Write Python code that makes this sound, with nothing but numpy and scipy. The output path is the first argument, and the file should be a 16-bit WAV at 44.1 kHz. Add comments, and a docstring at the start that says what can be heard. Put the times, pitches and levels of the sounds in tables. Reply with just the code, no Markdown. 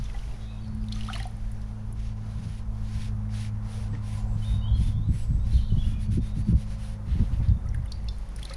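"""Water drips off a wet sponge lifted from a plastic bucket; the sponge then wipes a wooden slat in a paved yard.
Wind gusts buffet the microphone, an engine idles, a propeller plane drones past, birds call, traffic rushes.
A thin far whine wavers behind the second half. Wind, hiss and traffic are shaped noise under level curves;
engines, whine and birds are sines on pitch curves; drops are noise bursts and decaying, gliding sines."""
import sys
import numpy as np
from scipy import signal
from scipy.fft import rfft, irfft, next_fast_len
from scipy.io import wavfile
from scipy.ndimage import uniform_filter1d, map_coordinates

SR = 44100
rng = np.random.default_rng(int(sys.argv[2]) if len(sys.argv) > 2 else 0)


def to_wav(s):
    """Save 16-bit WAV."""
    ch = np.atleast_2d(s).T  # columns
    pcm = np.round(np.clip(ch, -1, 1) * 32767)  # PCM
    wavfile.write(sys.argv[1], SR, pcm.astype(np.int16))


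N = 377496

# Wind strength between eddies. Each row: time in seconds, strength in dB.
WIND_STRENGTH_DB = [(0, -42), (.25, -49), (1.0, -41), (1.45, -52), (2.1, -46), (2.45, -38), (2.75, -45),
                    (3.55, -39), (4.0, -34.5), (4.45, -45), (4.6, -38), (5.05, -35), (5.22, -44),
                    (5.5, -26.5), (6.1, -30), (6.3, -40), (6.55, -36), (6.7, -42), (6.98, -47), (7.1, -41),
                    (7.55, -33), (7.85, -44), (8.1, -49), (8.25, -49), (8.56, -48)]
# Strength at which rumble and flutter have these base levels; flutter growth in dB per dB of strength.
CALM_DB, RUMBLE_DB, FLUTTER_DB, FLUTTER_GROWTH = -45, -47.5, -47, 0.3
# Slowest pressure swings. Each row: time in seconds, mean level in dB.
HEAVE_LEVEL_DB = [(0, -35), (.8, -36.5), (1.8, -39), (2.5, -37), (3.8, -35), (4.2, -33), (4.7, -38),
                  (5.5, -34.5), (6.3, -35.5), (6.9, -38.5), (7.1, -31.5), (8.56, -42)]
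# Heave spectrum. Each row: frequency in Hz, relative density in dB per Hz.
HEAVE_SPECTRUM_DB = [(6, 7), (18, 0.5), (38, 8.5), (55, 4.5), (65, 1), (95, -43)]
# Rumble spectrum. Each row: frequency in Hz, relative density in dB per Hz.
RUMBLE_SPECTRUM_DB = [(25, -21), (50, 8.5), (70, 5), (105, 2.5), (140, -9.5), (300, -72.5)]
# Flutter spectrum. Each row: frequency in Hz, relative density in dB per Hz.
FLUTTER_SPECTRUM_DB = [(60, -10.5), (110, 1.5), (160, -3), (220, -10.5), (320, -27), (600, -50.5),
                       (900, -81)]
# Large eddies. Each row: centre in seconds, rise and fall time (each) in seconds, rumble in dB, flutter in dB.
EDDIES = [(0.007, 0.067, -32, -36), (0.73, .18, -33.5, -40.5), (2.075, 0.14, -40, -55),
          (2.417, 0.21, -35.5, -36.5), (3.037, 0.18, -33.5, -40.5), (3.94, 0.097, -38, -32.5),
          (4.05, .07, -42, -37.5), (4.176, 0.15, -31, -40.5), (4.355, 0.045, -37, -32),
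          (4.559, 0.13, -23, -33), (4.728, 0.064, -23.5, -36.5), (4.81, 0.048, -23, -27.5),
          (4.879, 0.064, -20.5, -34), (4.987, 0.096, -25.5, -30), (5.115, .1, -24.5, -24),
          (5.344, 0.092, -25.5, -30), (5.557, 0.24, -25, -37), (5.738, 0.039, -19.5, -39),
          (5.793, 0.047, -25, -30), (5.873, 0.084, -23, -48), (6.144, 0.16, -22, -27.5),
          (6.387, 0.077, -24, -29), (6.502, 0.071, -25.5, -21.5), (6.55, 0.078, -19, -28),
          (7.122, 0.079, -18.5, -29), (7.216, 0.058, -20, -23), (7.33, 0.066, -25, -29),
          (7.404, .07, -18.5, -37), (7.511, 0.078, -17, -28.5), (7.635, 0.2, -29, -40.5),
          (7.764, 0.17, -23.5, -39), (8.037, 0.19, -29.5, -43)]
# Sharp gusts. Each row: time in seconds, level at the top in dB, length in seconds (a third of it is the rise).
GUSTS = [(4.532, -41, 0.026), (4.756, -34, 0.026), (4.796, -34, 0.04), (4.887, -37, 0.024),
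         (5.091, -23.5, 0.01), (5.367, -34, 0.024), (5.53, -32, 0.021), (5.721, -24, 0.015),
         (5.768, -24, 0.021), (5.867, -33, 0.0264), (5.91, -38.5, 0.055), (5.954, -38, 0.045),
         (6.09, -35, .03), (6.175, -17, 0.018), (6.362, -29.5, 0.042), (6.481, -21, 0.025),
         (6.527, -19, 0.019), (7.152, -29, 0.028), (7.194, -21, 0.033), (7.225, -27.5, 0.023),
         (7.319, -32.5, 0.019), (7.401, -32, 0.033), (7.517, -57, .034), (7.559, -32, 0.034)]
SLAP_HZ, SLAP_WIDTH_HZ = 170, 171

# Propeller plane. Each row: time in seconds, first blade tone in dB, second in dB.
PLANE_DB = [(0, -45.5, -50.5), (.3, -45, -53.5), (.75, -36.5, -37.5), (1.1, -36.5, -40),
            (1.24, -37.5, -52.5), (1.35, -38.5, -47), (2.4, -36, -44.5), (2.7, -36, -45.5),
            (3.05, -33, -40), (3.4, -31, -42), (3.75, -34, -43.5), (4.8, -29, -42), (5.2, -34.5, -49),
            (5.85, -35, -41), (6.9, -38, -44), (7.5, -35.5, -52), (8, -53, -48.5), (8.56, -51, -58)]
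BLADE_START_HZ, SINK_HZ_PER_S = 107.65, .44
# Idling engine. Each row: time in seconds, firing tone in dB, half-order in dB.
IDLE_DB = [(0, -41.5, -44), (1, -37.5, -66), (2, -39, -41), (3, -36, -71), (4, -40.5, -42),
           (5.5, -35.5, -28), (7, -35.5, -51.5), (8.56, -37, -42)]
# Mean rate, then depth, period and first top of the hunting.
FIRING_HZ, HUNT_HZ, HUNT_S, FASTEST_S = 51.8, .7, 2.8, .35

# Far traffic. Each row: time in seconds, rush in dB, drone in dB.
TRAFFIC_DB = [(0, -52.5, -56.5), (1.1, -53.5, -59), (1.5, -55.5, -60.5), (3.0, -54.5, -59.5),
              (3.55, -53.5, -62), (3.98, -51, -59.5), (5.0, -56.5, -61.5), (5.93, -55.5, -63),
              (6.32, -54, -60), (6.67, -56, -62), (6.96, -54, -58.5), (8.27, -53.5, -58.5),
              (8.56, -53, -56)]
# Rush spectrum. Each row: frequency in Hz, relative density in dB per Hz.
ROAD_SPECTRUM_DB = [(200, -44.5), (450, -0.5), (600, -1.5), (800, 0), (1050, -2.5), (1400, -6),
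                    (2200, -13.5), (4000, -34), (7000, -26.5), (11000, -21.5), (13000, -35), (16000, -45)]
# Drone spectrum. Each row: frequency in Hz, relative density in dB per Hz.
DRONE_SPECTRUM_DB = [(150, -21), (240, 0.5), (340, -0.5), (430, -3.5), (600, -35)]
# Car passing in the next street. Each row: time in seconds, level in dB.
CAR_DB = [(0, -88), (2.5, -62), (3.7, -66), (4.25, -51), (4.5, -57), (4.85, -57.5), (5.3, -65), (7, -67.5),
          (8.56, -73)]
# Tyre resonances. Each row: centre in Hz, width in Hz, relative gain in dB.
TYRES = [(503, 30, -7), (770, 95, -7.5), (1024, 22, 1.5)]

# Water off hand and sponge. Each row: time in seconds, droplets per second, base droplet level in dB, hiss in dB.
TRICKLE = [(0, 120, -52, -50.5), (.12, 100, -45, -56), (.4, 60, -50, -57), (.75, 25, -71, -64),
           (.9, 150, -59, -61), (.95, 740, -51, -50.5), (1.1, 900, -55, -50.5), (1.16, 1360, -44, -45),
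           (1.24, 900, -47.5, -54.5), (1.32, 80, -73, -60.5), (1.93, 5, -67, -63.5), (2.05, 1, -72, -90),
           (7.5, 0.92, -80, -90), (7.65, 44, -51, -82), (7.9, 67, -49, -62), (8.33, 102, -68, -59.5),
           (8.42, 360, -63, -54), (8.5, 640, -46, -50.5), (8.56, 330, -46.5, -57)]
# Drops and wet clicks. Each row: time in seconds, dent level before its fade in dB, dent centre in Hz,
# spray over the dent in dB.
SPLATS = [(.0413, -38, 6000, -5), (.68, -45, 5000, -12), (.748, -61, 4000, 20.5), (.864, -62, 4000, 20),
          (.0997, -35, 2250, -12), (0.1893, -38, 3080, -14), (.6449, -45.5, 3040, -8),
          (.8405, -42, 2870, -3), (.8854, -36, 3700, -8), (0.9242, -21.5, 3680, -13),
          (0.9565, -32, 3460, -11), (0.967, -44, 4350, 0), (.9904, -46, 2180, 3),
          (1.0087, -26.5, 2840, -12), (1.034, -34, 3000, -7), (1.0494, -36, 4270, -1),
          (1.0664, -39, 3280, 1), (1.0793, -31.5, 3330, -9), (1.132, -21.5, 2890, -9),
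          (1.1377, -29, 2970, -13), (1.1545, -25, 2196, -7), (1.1794, -39, 2800, 7),
          (1.2013, -27, 1910, -7), (1.2287, -28.5, 3830, -5), (1.244, -37, 3200, -6),
          (1.2694, -51.5, 2120, 18), (1.31, -60, 3000, 19), (1.367, -58, 3000, 16), (1.5165, -59, 3100, 27),
          (1.616, -44, 4990, -2), (1.9265, -58, 1930, 26.5), (3.02, -38, 3500, -8),
          (3.2914, -42.5, 1990, -7), (3.45, -38, 2200, -10), (3.9514, -36, 1880, -21),
          (7.6614, -51.5, 2030, 10), (7.6885, -40.5, 5700, -14), (7.7458, -33.5, 1830, 0),
          (7.485, -41, 4200, -12), (7.858, -48, 1924, 10.5), (7.9203, -22, 4530, -13),
          (8.0431, -47, 2070, 4), (8.086, -28, 4300, -14), (8.1844, -56, 1925, 15), (8.2891, -51, 3310, 11),
          (8.3622, -37, 5350, 8.5), (8.3885, -36.5, 1900, -6), (8.3944, -36.5, 3860, -4),
          (8.421, -39, 2280, -2), (8.4292, -28, 3340, -1), (8.4522, -25, 4100, -3.5),
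          (8.497, -29.5, 4060, -9), (8.5131, -34, 1890, -11), (8.537, -29, 4330, 3)]
SPLAT_T60_S = 0.02
# Air bubbles under the surface. Each row: start in seconds, first pitch in Hz, peak level before the onset in dB,
# 60 dB decay in seconds, share by which the pitch finally rises (negative: sinks).
BUBBLES = [(.146, 803, -38.5, 0.086, -0.0029), (.146, 1945, -38, 0.048, .02), (.31, 2600, -48, .04, .1),
           (.335, 2100, -48, .04, .05), (.055, 3500, -37, 0.027, 0.017), (.588, 3250, -47, .03, .05),
           (.813, 5100, -47, .025, -0.081), (.83, 4700, -47, 0.029, .05), (.927, 4180, -25, 0.023, 0.041),
           (1.152, 4250, -29, .03, .06), (1.138, 2895, -22, 0.028, .12), (1.161, 3900, -31, .025, 0.034),
           (1.067, 5160, -39, .02, .05), (1.088, 3500, -35, .03, .1), (1.104, 3170, -36, 0.027, 0.069),
           (1.174, 5300, -41, 0.023, .03), (1.196, 3150, -32, 0.028, .06), (1.229, 3720, -32, 0.019, 0.18),
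           (.919, 3470, -34, .03, 0.041), (.950, 6000, -36, .03, 0.086), (.962, 1224, -42.5, .08, .05),
           (1.086, 1130, -25, 0.055, 0.6), (1.101, 754, -31, 0.087, 0.067),
           (1.1, 1460, -20.5, 0.017, -0.24), (1.148, 670, -34.5, 0.088, 0.036),
           (1.157, 1890, -35, 0.038, -0.25), (1.16, 1380, -27.5, 0.028, -0.6), (1.202, 777, -37, 0.14, .02),
           (1.204, 1902, -40, 0.049, -0.023), (1.254, 740, -28.5, 0.068, 0.00025),
           (7.656, 1280, -43.5, 0.062, .04), (7.748, 1460, -39, 0.043, 0.41), (7.858, 2890, -46, .03, .1),
           (7.88, 3540, -46, 0.041, 0.032), (7.927, 4590, -53, 0.23, 0.009),
           (7.95, 4630, -43, 0.046, 0.019), (8.079, 2480, -40, 0.024, 0.27),
           (8.087, 3520, -30, 0.032, 0.021), (8.086, 5170, -29, 0.024, 0.07), (8.115, 4630, -47, .03, .02),
           (8.145, 4130, -50, .04, .02), (8.388, 1396, -43, .03, .1), (8.425, 1920, -44, .04, .2),
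           (8.506, 540, -36.5, 0.12, 0.01), (8.508, 1220, -34, 0.043, 0.091)]

# Bird notes. Each row: start in seconds, end in seconds, first Hz, last Hz, level in dB, trill depth as a share.
BIRDS = [(0.4, .545, 3800, 3730, -60.5, 0.013), (.41, 0.48, 3250, 3700, -58.5, 0.016),
         (0.43, 0.53, 4100, 3930, -67, .006), (.47, 0.54, 2530, 2550, -61.5, 0.013),
         (.61, 0.67, 4600, 4380, -61.5, 0.019), (3.885, 3.945, 7600, 8110, -63, .02),
         (4.077, 4.10, 8200, 7150, -58, .004), (4.165, 4.218, 7750, 6650, -55, 0.019),
         (4.32, 4.35, 8750, 8300, -64, 0.0075), (4.277, 4.36, 7850, 7550, -60, 0.009),
         (4.419, 4.438, 3050, 3050, -51, .005), (4.438, 4.466, 3400, 3580, -56, .005),
         (4.445, 4.596, 3690, 3700, -49, 0.012), (4.52, 4.656, 4420, 4570, -67, 0.0071),
         (4.613, 4.691, 2870, 3290, -51.5, 0.011), (4.66, 4.72, 3000, 3200, -57, .012),
         (4.68, 4.719, 3300, 3300, -53, 0.011), (4.732, 4.767, 3270, 3300, -53, 0.0067),
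         (4.722, 4.792, 4090, 4280, -60, .008), (4.82, 4.898, 3553, 3550, -51.5, 0.0092),
         (4.90, 5.062, 3200, 3810, -64, 0.018), (5.036, 5.10, 3910, 3950, -67, .004),
         (5.077, 5.272, 7760, 7780, -54.5, .004), (5.272, 5.43, 7750, 7780, -67, .004),
         (5.26, 5.43, 7930, 7920, -65, 0.0037), (5.51, 5.64, 4100, 3950, -56.5, .05),
         (5.519, 5.7, 3800, 3650, -57.5, 0.048), (5.534, 5.577, 3640, 3600, -54, .015),
         (5.525, 5.56, 4000, 4130, -57, 0.031), (5.578, 5.59, 3100, 3280, -47, .004),
         (5.583, 5.62, 2900, 2970, -53, 0.016), (5.60, 5.70, 4500, 4440, -63, .004),
         (6.04, 6.08, 4480, 4460, -66, .01), (6.42, 6.503, 4580, 4520, -66, .012),
         (5.39, 5.47, 3640, 4000, -63.5, .012), (6.2, 6.33, 3620, 3800, -61, 0.018),
         (5.642, 5.70, 3280, 3280, -62, 0.0066), (5.68, 5.695, 3800, 4180, -56, .006),
         (5.702, 5.722, 3000, 3000, -49.5, .004), (5.783, 5.829, 3270, 3400, -47, 0.018),
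         (5.762, 5.793, 3020, 3000, -54, .01), (5.838, 5.853, 2800, 2870, -50.5, 0.025),
         (5.83, 5.914, 3600, 3300, -61, 0.062), (5.909, 6.007, 2500, 2390, -61.5, .025),
         (7.434, 7.59, 3600, 3580, -68, 0.012)]

# Wiping strokes. Each row: fastest at seconds, speeding up in seconds, slowing down in seconds, body level in dB,
# treble fizz over the body in dB.
STROKES = [(2.04, 0.1, 0.11, -55, -4), (2.36, 0.21, 0.11, -59, 0), (2.55, 0.18, 0.092, -54.5, 0),
           (2.83, 0.13, .04, -65, 3), (3.04, 0.22, 0.072, -48.5, -2), (3.4, .11, 0.11, -47, -0.5),
           (3.76, .14, 0.16, -51, 1), (3.95, 0.042, 0.053, -56, -22), (4.13, 0.13, .13, -51.5, 2.5),
           (4.5, 0.14, 0.11, -52, 2.5), (4.85, .11, 0.1, -50, 2.5), (5.19, 0.097, 0.091, -53.5, 5.5),
           (5.55, 0.13, .11, -52, 1), (5.89, .09, .07, -54, 2.5), (6.03, .055, 0.046, -53, 2),
           (6.14, .04, 0.059, -52, 3), (6.27, 0.064, 0.06, -53.5, 2), (6.385, 0.049, 0.054, -53.5, 2),
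           (6.495, 0.054, .048, -53, 1), (6.61, 0.064, 0.052, -52.5, 1), (6.72, 0.067, 0.058, -52, -1),
           (6.85, 0.086, 0.13, -52, 2.5)]
# Hiss body spectrum. Each row: frequency in Hz, relative density in dB per Hz.
FOAM_SPECTRUM_DB = [(700, -43), (1400, -4), (2200, -2.5), (4000, -4), (6500, -6.5), (8000, -8.5),
                    (10000, -43)]
# Treble fizz spectrum. Each row: frequency in Hz, relative density in dB per Hz.
FIZZ_SPECTRUM_DB = [(6000, -41), (7500, -3.5), (10000, 7), (12500, -2.5), (16000, -3.5)]
REST_DB = -67.5  # faint hiss as long as the sponge lies on the slat

# Thin far tone. Each row: time in seconds, level in dB.
WHINE_DB = [(0, -88), (3.8, -84), (4.2, -62.5), (5, -69.5), (5.5, -62), (6, -66.5), (6.8, -60), (7.3, -61),
            (7.7, -64), (8.56, -66)]
WHINE_HZ = 544.5

KNOCK_S = 3.93  # the slat taps the bucket wall
# Bucket wall modes. Each row: frequency in Hz, peak level before the onset in dB, 60 dB decay in seconds.
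BUCKET_MODES = [(285, -34, .12), (472, -40.5, 0.1), (910, -43, .1), (1850, -43, 0.15)]

# Hand stirring the sponge in water. Each row: fastest at seconds, speeding up in seconds,
# slowing down in seconds, level in dB.
STIRS = [(7.13, 0.077, 0.18, -51.5), (7.35, 0.043, 0.058, -54.5), (7.445, 0.037, 0.078, -54)]
# Swish spectrum. Each row: frequency in Hz, relative density in dB per Hz.
SWISH_SPECTRUM_DB = [(700, -36), (1200, -3.5), (2200, -1), (4000, -4.5), (7000, -17), (10000, -13),
                     (12000, -26), (16000, -40)]

# Microphone response. Each row: frequency in Hz, gain in dB.
MIC_DB = [(20, 1), (6000, -4), (7900, -11), (9900, -5.5), (10800, -12), (11700, -18.5), (14400, -17.5),
          (14900, -37)]
MIC_TOP_HZ = 15200


def amp(db):
    """Gain of a level in dB."""
    return 10 ** (np.asarray(db) / 20)


def unit(x):
    """x at rms 1."""
    return x / np.sqrt(np.mean(x ** 2) + 1e-20)


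def along(points, hz):
    """(Hz, value) points interpolated on a log frequency axis."""
    f, v = np.transpose(points)
    return np.interp(np.log(hz + 1), np.log(f + 1), v)


def curves(rows):
    """One value per sample for each column after the time."""
    s, *cols = np.transpose(rows)
    return [np.interp(np.arange(N) / SR, s, c) for c in cols]


def wobble(rate_hz):
    """A smooth random curve with rate_hz knots a second."""
    knots = rng.standard_normal(int(N * rate_hz / SR) + 4)
    return map_coordinates(knots, [np.arange(N) * rate_hz / SR])


def filtered(x, response):
    """x times a response of frequency."""
    m = next_fast_len(len(x) + 8192)
    return irfft(rfft(x, m) * response(np.fft.rfftfreq(m, 1 / SR)), m)[:len(x)]


def rush(spectrum, patchy_db):
    """Shaped noise of rms 1 with time-frequency patches of random gain."""
    z = signal.stft(rng.standard_normal(N + 512), nperseg=512)[2]
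    field = uniform_filter1d(rng.standard_normal(z.shape), size=6, axis=0)
    field = uniform_filter1d(field, size=10, axis=1)
    noise = signal.istft(z * amp(patchy_db * unit(field)), nperseg=512)[1][:N]
    return unit(filtered(noise, lambda hz: amp(along(spectrum, hz))))


def resonance(hz, width_hz):
    """Response of a causal resonance of peak gain 1."""
    return lambda f: 1j * f * width_hz / (hz * hz - f * f + 1j * f * width_hz)


def add(track, s, sound):
    """Mix sound into track from time s."""
    part = track[max(round(s * SR), 0):][:len(sound)]
    part += sound[:len(part)]


def echoes(x, t60_s, wet_db):
    """x plus the diffuse answer of nearby walls: decaying noise after a 4 ms gap."""
    t = np.arange(SR // 2) / SR
    tail = rng.standard_normal(len(t)) * amp(-60 * t / t60_s) * (t > .004)
    return x + amp(wet_db) * signal.fftconvolve(x, tail / np.linalg.norm(tail))[:N]


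def tone(hz):
    """A sine of rms 1 on a pitch curve, from a random phase."""
    return np.sqrt(2) * np.sin(2 * np.pi * (np.cumsum(hz) / SR + rng.random()))


def swing(fastest_s, rise_s, fall_s, sharp):
    """Speed of a movement that picks up and stops like a swing, peak 1."""
    first = max(round((fastest_s - rise_s) * SR), 0)
    last = min(round((fastest_s + fall_s) * SR), N)
    t = np.arange(first, last)
    phase = np.interp(t / SR - fastest_s, [-rise_s, 0, fall_s], [0, np.pi / 2, np.pi])
    out = np.zeros(N)
    out[t] = np.sin(phase).clip(0) ** sharp
    return out


def wind():
    """Over a slow heave, one strength drives lumpy rumble and flutter; eddies swell both, sharp gusts slap."""
    strength_db, = curves(WIND_STRENGTH_DB)
    over_db = strength_db - CALM_DB
    rumble = amp(RUMBLE_DB + over_db)
    flutter = amp(FLUTTER_DB + FLUTTER_GROWTH * over_db)
    for s, length_s, rumble_db, flutter_db in EDDIES:
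        roll = swing(s, length_s, length_s, sharp=2.96)
        rumble = np.maximum(rumble, amp(rumble_db) * roll)
        flutter = np.maximum(flutter, amp(flutter_db) * roll)
    lumps = wobble(25)  # shared by rumble and flutter
    heave_db, = curves(HEAVE_LEVEL_DB)
    out = amp(heave_db + 2.1 * wobble(5)) * rush(HEAVE_SPECTRUM_DB, patchy_db=1.1)
    out += rumble * unit(amp(2.3 * lumps) * rush(RUMBLE_SPECTRUM_DB, patchy_db=1.5))
    out += flutter * unit(amp(2.34 * lumps) * rush(FLUTTER_SPECTRUM_DB, patchy_db=-1.6))
    t = np.arange(SR // 5) / SR
    slap = resonance(SLAP_HZ, SLAP_WIDTH_HZ)
    for s, db, length_s in GUSTS:
        eddy = filtered(rng.standard_normal(len(t)), lambda f: slap(f) ** 4)
        u = t / max(length_s / 3, .002)
        add(out, s - .004, amp(db) * unit(eddy) * u * np.exp(1 - u))
    return out


def plane():
    """Two blade tones an octave apart that sink as the plane flies off."""
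    blade_hz = BLADE_START_HZ - SINK_HZ_PER_S * np.arange(N) / SR
    first_db, second_db = curves(PLANE_DB)
    first = amp(first_db + 0.71 * wobble(7.3)) * tone(blade_hz)
    return first + amp(second_db + 0.84 * wobble(6.7)) * tone(2 * blade_hz)


def idling_engine():
    """Firing tone, its half-order and a weak third harmonic, hunting slowly in rate."""
    t = np.arange(N) / SR
    firing_hz = FIRING_HZ + HUNT_HZ * np.cos(2 * np.pi * (t - FASTEST_S) / HUNT_S)
    firing_db, half_db = curves(IDLE_DB)
    out = amp(firing_db + 1.8 * wobble(6)) * tone(firing_hz)
    out += amp(half_db + 1.8 * wobble(3.5)) * tone(firing_hz / 2)
    return out + amp(firing_db - 20 + 3 * wobble(4)) * tone(3 * firing_hz)


def traffic():
    """Town noise from far off, and one car whose tyres sing in a few narrow bands."""
    rush_db, drone_db = curves(TRAFFIC_DB)
    car_db, = curves(CAR_DB)

    def tread(f):
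        # neighbouring bands alternate in sign
        return sum((-1) ** k * amp(db) * resonance(hz, width_hz)(f) for k, (hz, width_hz, db) in enumerate(TYRES))

    car = unit(filtered(rng.standard_normal(N), tread))
    out = amp(rush_db + 1.3 * wobble(6)) * rush(ROAD_SPECTRUM_DB, patchy_db=1.1)
    out += amp(drone_db) * rush(DRONE_SPECTRUM_DB, patchy_db=3.0)
    return out + amp(car_db + 1.5 * wobble(6.8)) * car


def hiss(body_gain, fizz_gain):
    """Wet hiss, made grainy by bursting pores and films."""
    grain = amp(0.89 * wobble(700) + 0.85 * wobble(40))
    body = unit(grain * rush(FOAM_SPECTRUM_DB, patchy_db=.8))
    fizz = unit(grain * rush(FIZZ_SPECTRUM_DB, patchy_db=.6))
    return body_gain * body + fizz_gain * fizz


def trickle():
    """Tiny bubbles of random pitch, a few cycles each, over a thin hiss; small ones are higher and weaker."""
    rate_hz, level_db, hiss_db = curves(TRICKLE)
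    luck = rng.random((2500, 4))  # columns: waiting time, smallness, life, loudness
    # random arrivals: exponential waits against the summed rate
    at = np.searchsorted(np.cumsum(np.abs(rate_hz)) / SR, np.cumsum(-np.log(luck[:, 0])))
    luck, at = luck[at < N], at[at < N]
    small, long, loud = luck[:, 1:2], luck[:, 2:3], luck[:, 3:]
    start_hz = 1800 * (7500 / 1800) ** small ** 1.3
    cycles = np.arange(SR // 50) / SR * start_hz
    life_cycles = 2.5 + 8 * long
    size = amp(level_db[at][:, None] + 7.7 * loud ** 3 - 4.4 * small)
    envelope = size * np.exp(-cycles / life_cycles) * (1 - np.exp(-cycles))
    grains = envelope * np.sin(2 * np.pi * cycles * (1 + .002 * cycles))  # pitch creeps up
    samples = at[:, None] + np.arange(SR // 50)
    beads = np.bincount(samples.ravel(), grains.ravel(), N + SR)[:N]
    return beads + hiss(amp(hiss_db), amp(hiss_db - 5.0))


def drops():
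    """Drops are noise through a dent's resonance, a broad slap and spray; trapped air sings as a gliding bubble."""
    out, t = trickle(), np.arange(SR // 8) / SR
    for s, db, hz, spray_db in SPLATS:
        noise = rng.standard_normal((3, len(t)))
        fade = amp(-60 * t / SPLAT_T60_S) * (1 - np.exp(-t / 0.0015))
        dent = unit(filtered(noise[0], lambda f: resonance(hz, .25 * hz)(f) ** 2))
        slap = unit(filtered(noise[1], lambda f: resonance(1.4 * hz, 1.2 * hz)(f) ** 2))
        slap = slap * amp(-60 * t / 0.077)  # fades faster than the dent
        spray = unit(filtered(noise[2], lambda f: resonance(10000, 4200)(f) ** 2))
        add(out, s - .001, amp(db) * fade * (dent + amp(-6) * slap + amp(spray_db) * spray))
    for s, hz, db, t60_s, rise in BUBBLES:
        pitch_hz = hz * (1 + rise * t / (t + t60_s / 4))
        envelope = amp(db - 60 * t / t60_s) * (1 - np.exp(-t / 0.00084))
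        add(out, s, envelope * np.sin(2 * np.pi * np.cumsum(pitch_hz) / SR))
    return echoes(out, t60_s=0.31, wet_db=-13.5)


def birds():
    """Thin gliding whistles, some trilled into a buzz, heard partly off the walls."""
    out, quaver, flicker = np.zeros(N), wobble(160), wobble(45)
    for start_s, end_s, first_hz, last_hz, db, trill in BIRDS:
        u = np.linspace(0, 1, round((end_s - start_s) * SR))
        at = round(start_s * SR) + np.arange(len(u))
        glide_hz = first_hz + (last_hz - first_hz) * u
        note = tone(glide_hz * (1 + trill * quaver[at]))
        add(out, start_s, amp(db + 2.2 * flicker[at]) * np.sin(np.pi * u) ** 0.2 * note)
    return echoes(out, t60_s=0.7, wet_db=-1.0)


def sponge():
    """Wet foam dragged over wood, catching on the grain; the fizz needs more speed than the body of the hiss."""
    body = amp(REST_DB) * swing(2.05, rise_s=.1, fall_s=5.05, sharp=.12)
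    fizz = np.zeros(N)
    for *times_s, db, fizz_db in STROKES:
        body += amp(db) * swing(*times_s, sharp=1.0)
        fizz += amp(db + fizz_db) * swing(*times_s, sharp=1.34)
    catch = amp(0.8 * wobble(60))
    return hiss(catch * body, catch * fizz)


def whine():
    """A faint sine from far away, wavering in pitch and level."""
    level_db, = curves(WHINE_DB)
    return amp(level_db + 1.5 * wobble(12)) * tone(WHINE_HZ + 5 * wobble(14))


def knock():
    """One soft tap rings the modes of the plastic wall briefly."""
    out, t = np.zeros(N), np.arange(SR // 4) / SR
    ring = sum(amp(db - 60 * t / t60_s) * np.sin(2 * np.pi * hz * t) for hz, db, t60_s in BUCKET_MODES)
    add(out, KNOCK_S, ring * (1 - np.exp(-t / .004)))
    return out


def stir():
    """Water swishing round the hand: noise following its speed, duller than the wiping."""
    speed = sum(amp(db) * swing(*times_s, sharp=.7) for *times_s, db in STIRS)
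    return speed * amp(1.7 * wobble(90)) * rush(SWISH_SPECTRUM_DB, patchy_db=2.0)


def scene():
    """Everything at one microphone."""
    background = wind() + plane() + idling_engine() + traffic() + birds() + whine()
    return (background + drops() + sponge() + knock() + stir())[None]


def record(dry):
    """The small microphone dips near 8 kHz, peaks near 10 kHz and keeps nothing above its band limit."""
    return filtered(dry[0], lambda hz: amp(along(MIC_DB, hz)) * (hz < MIC_TOP_HZ))[None]


dry = scene()
out = record(dry)
to_wav(out)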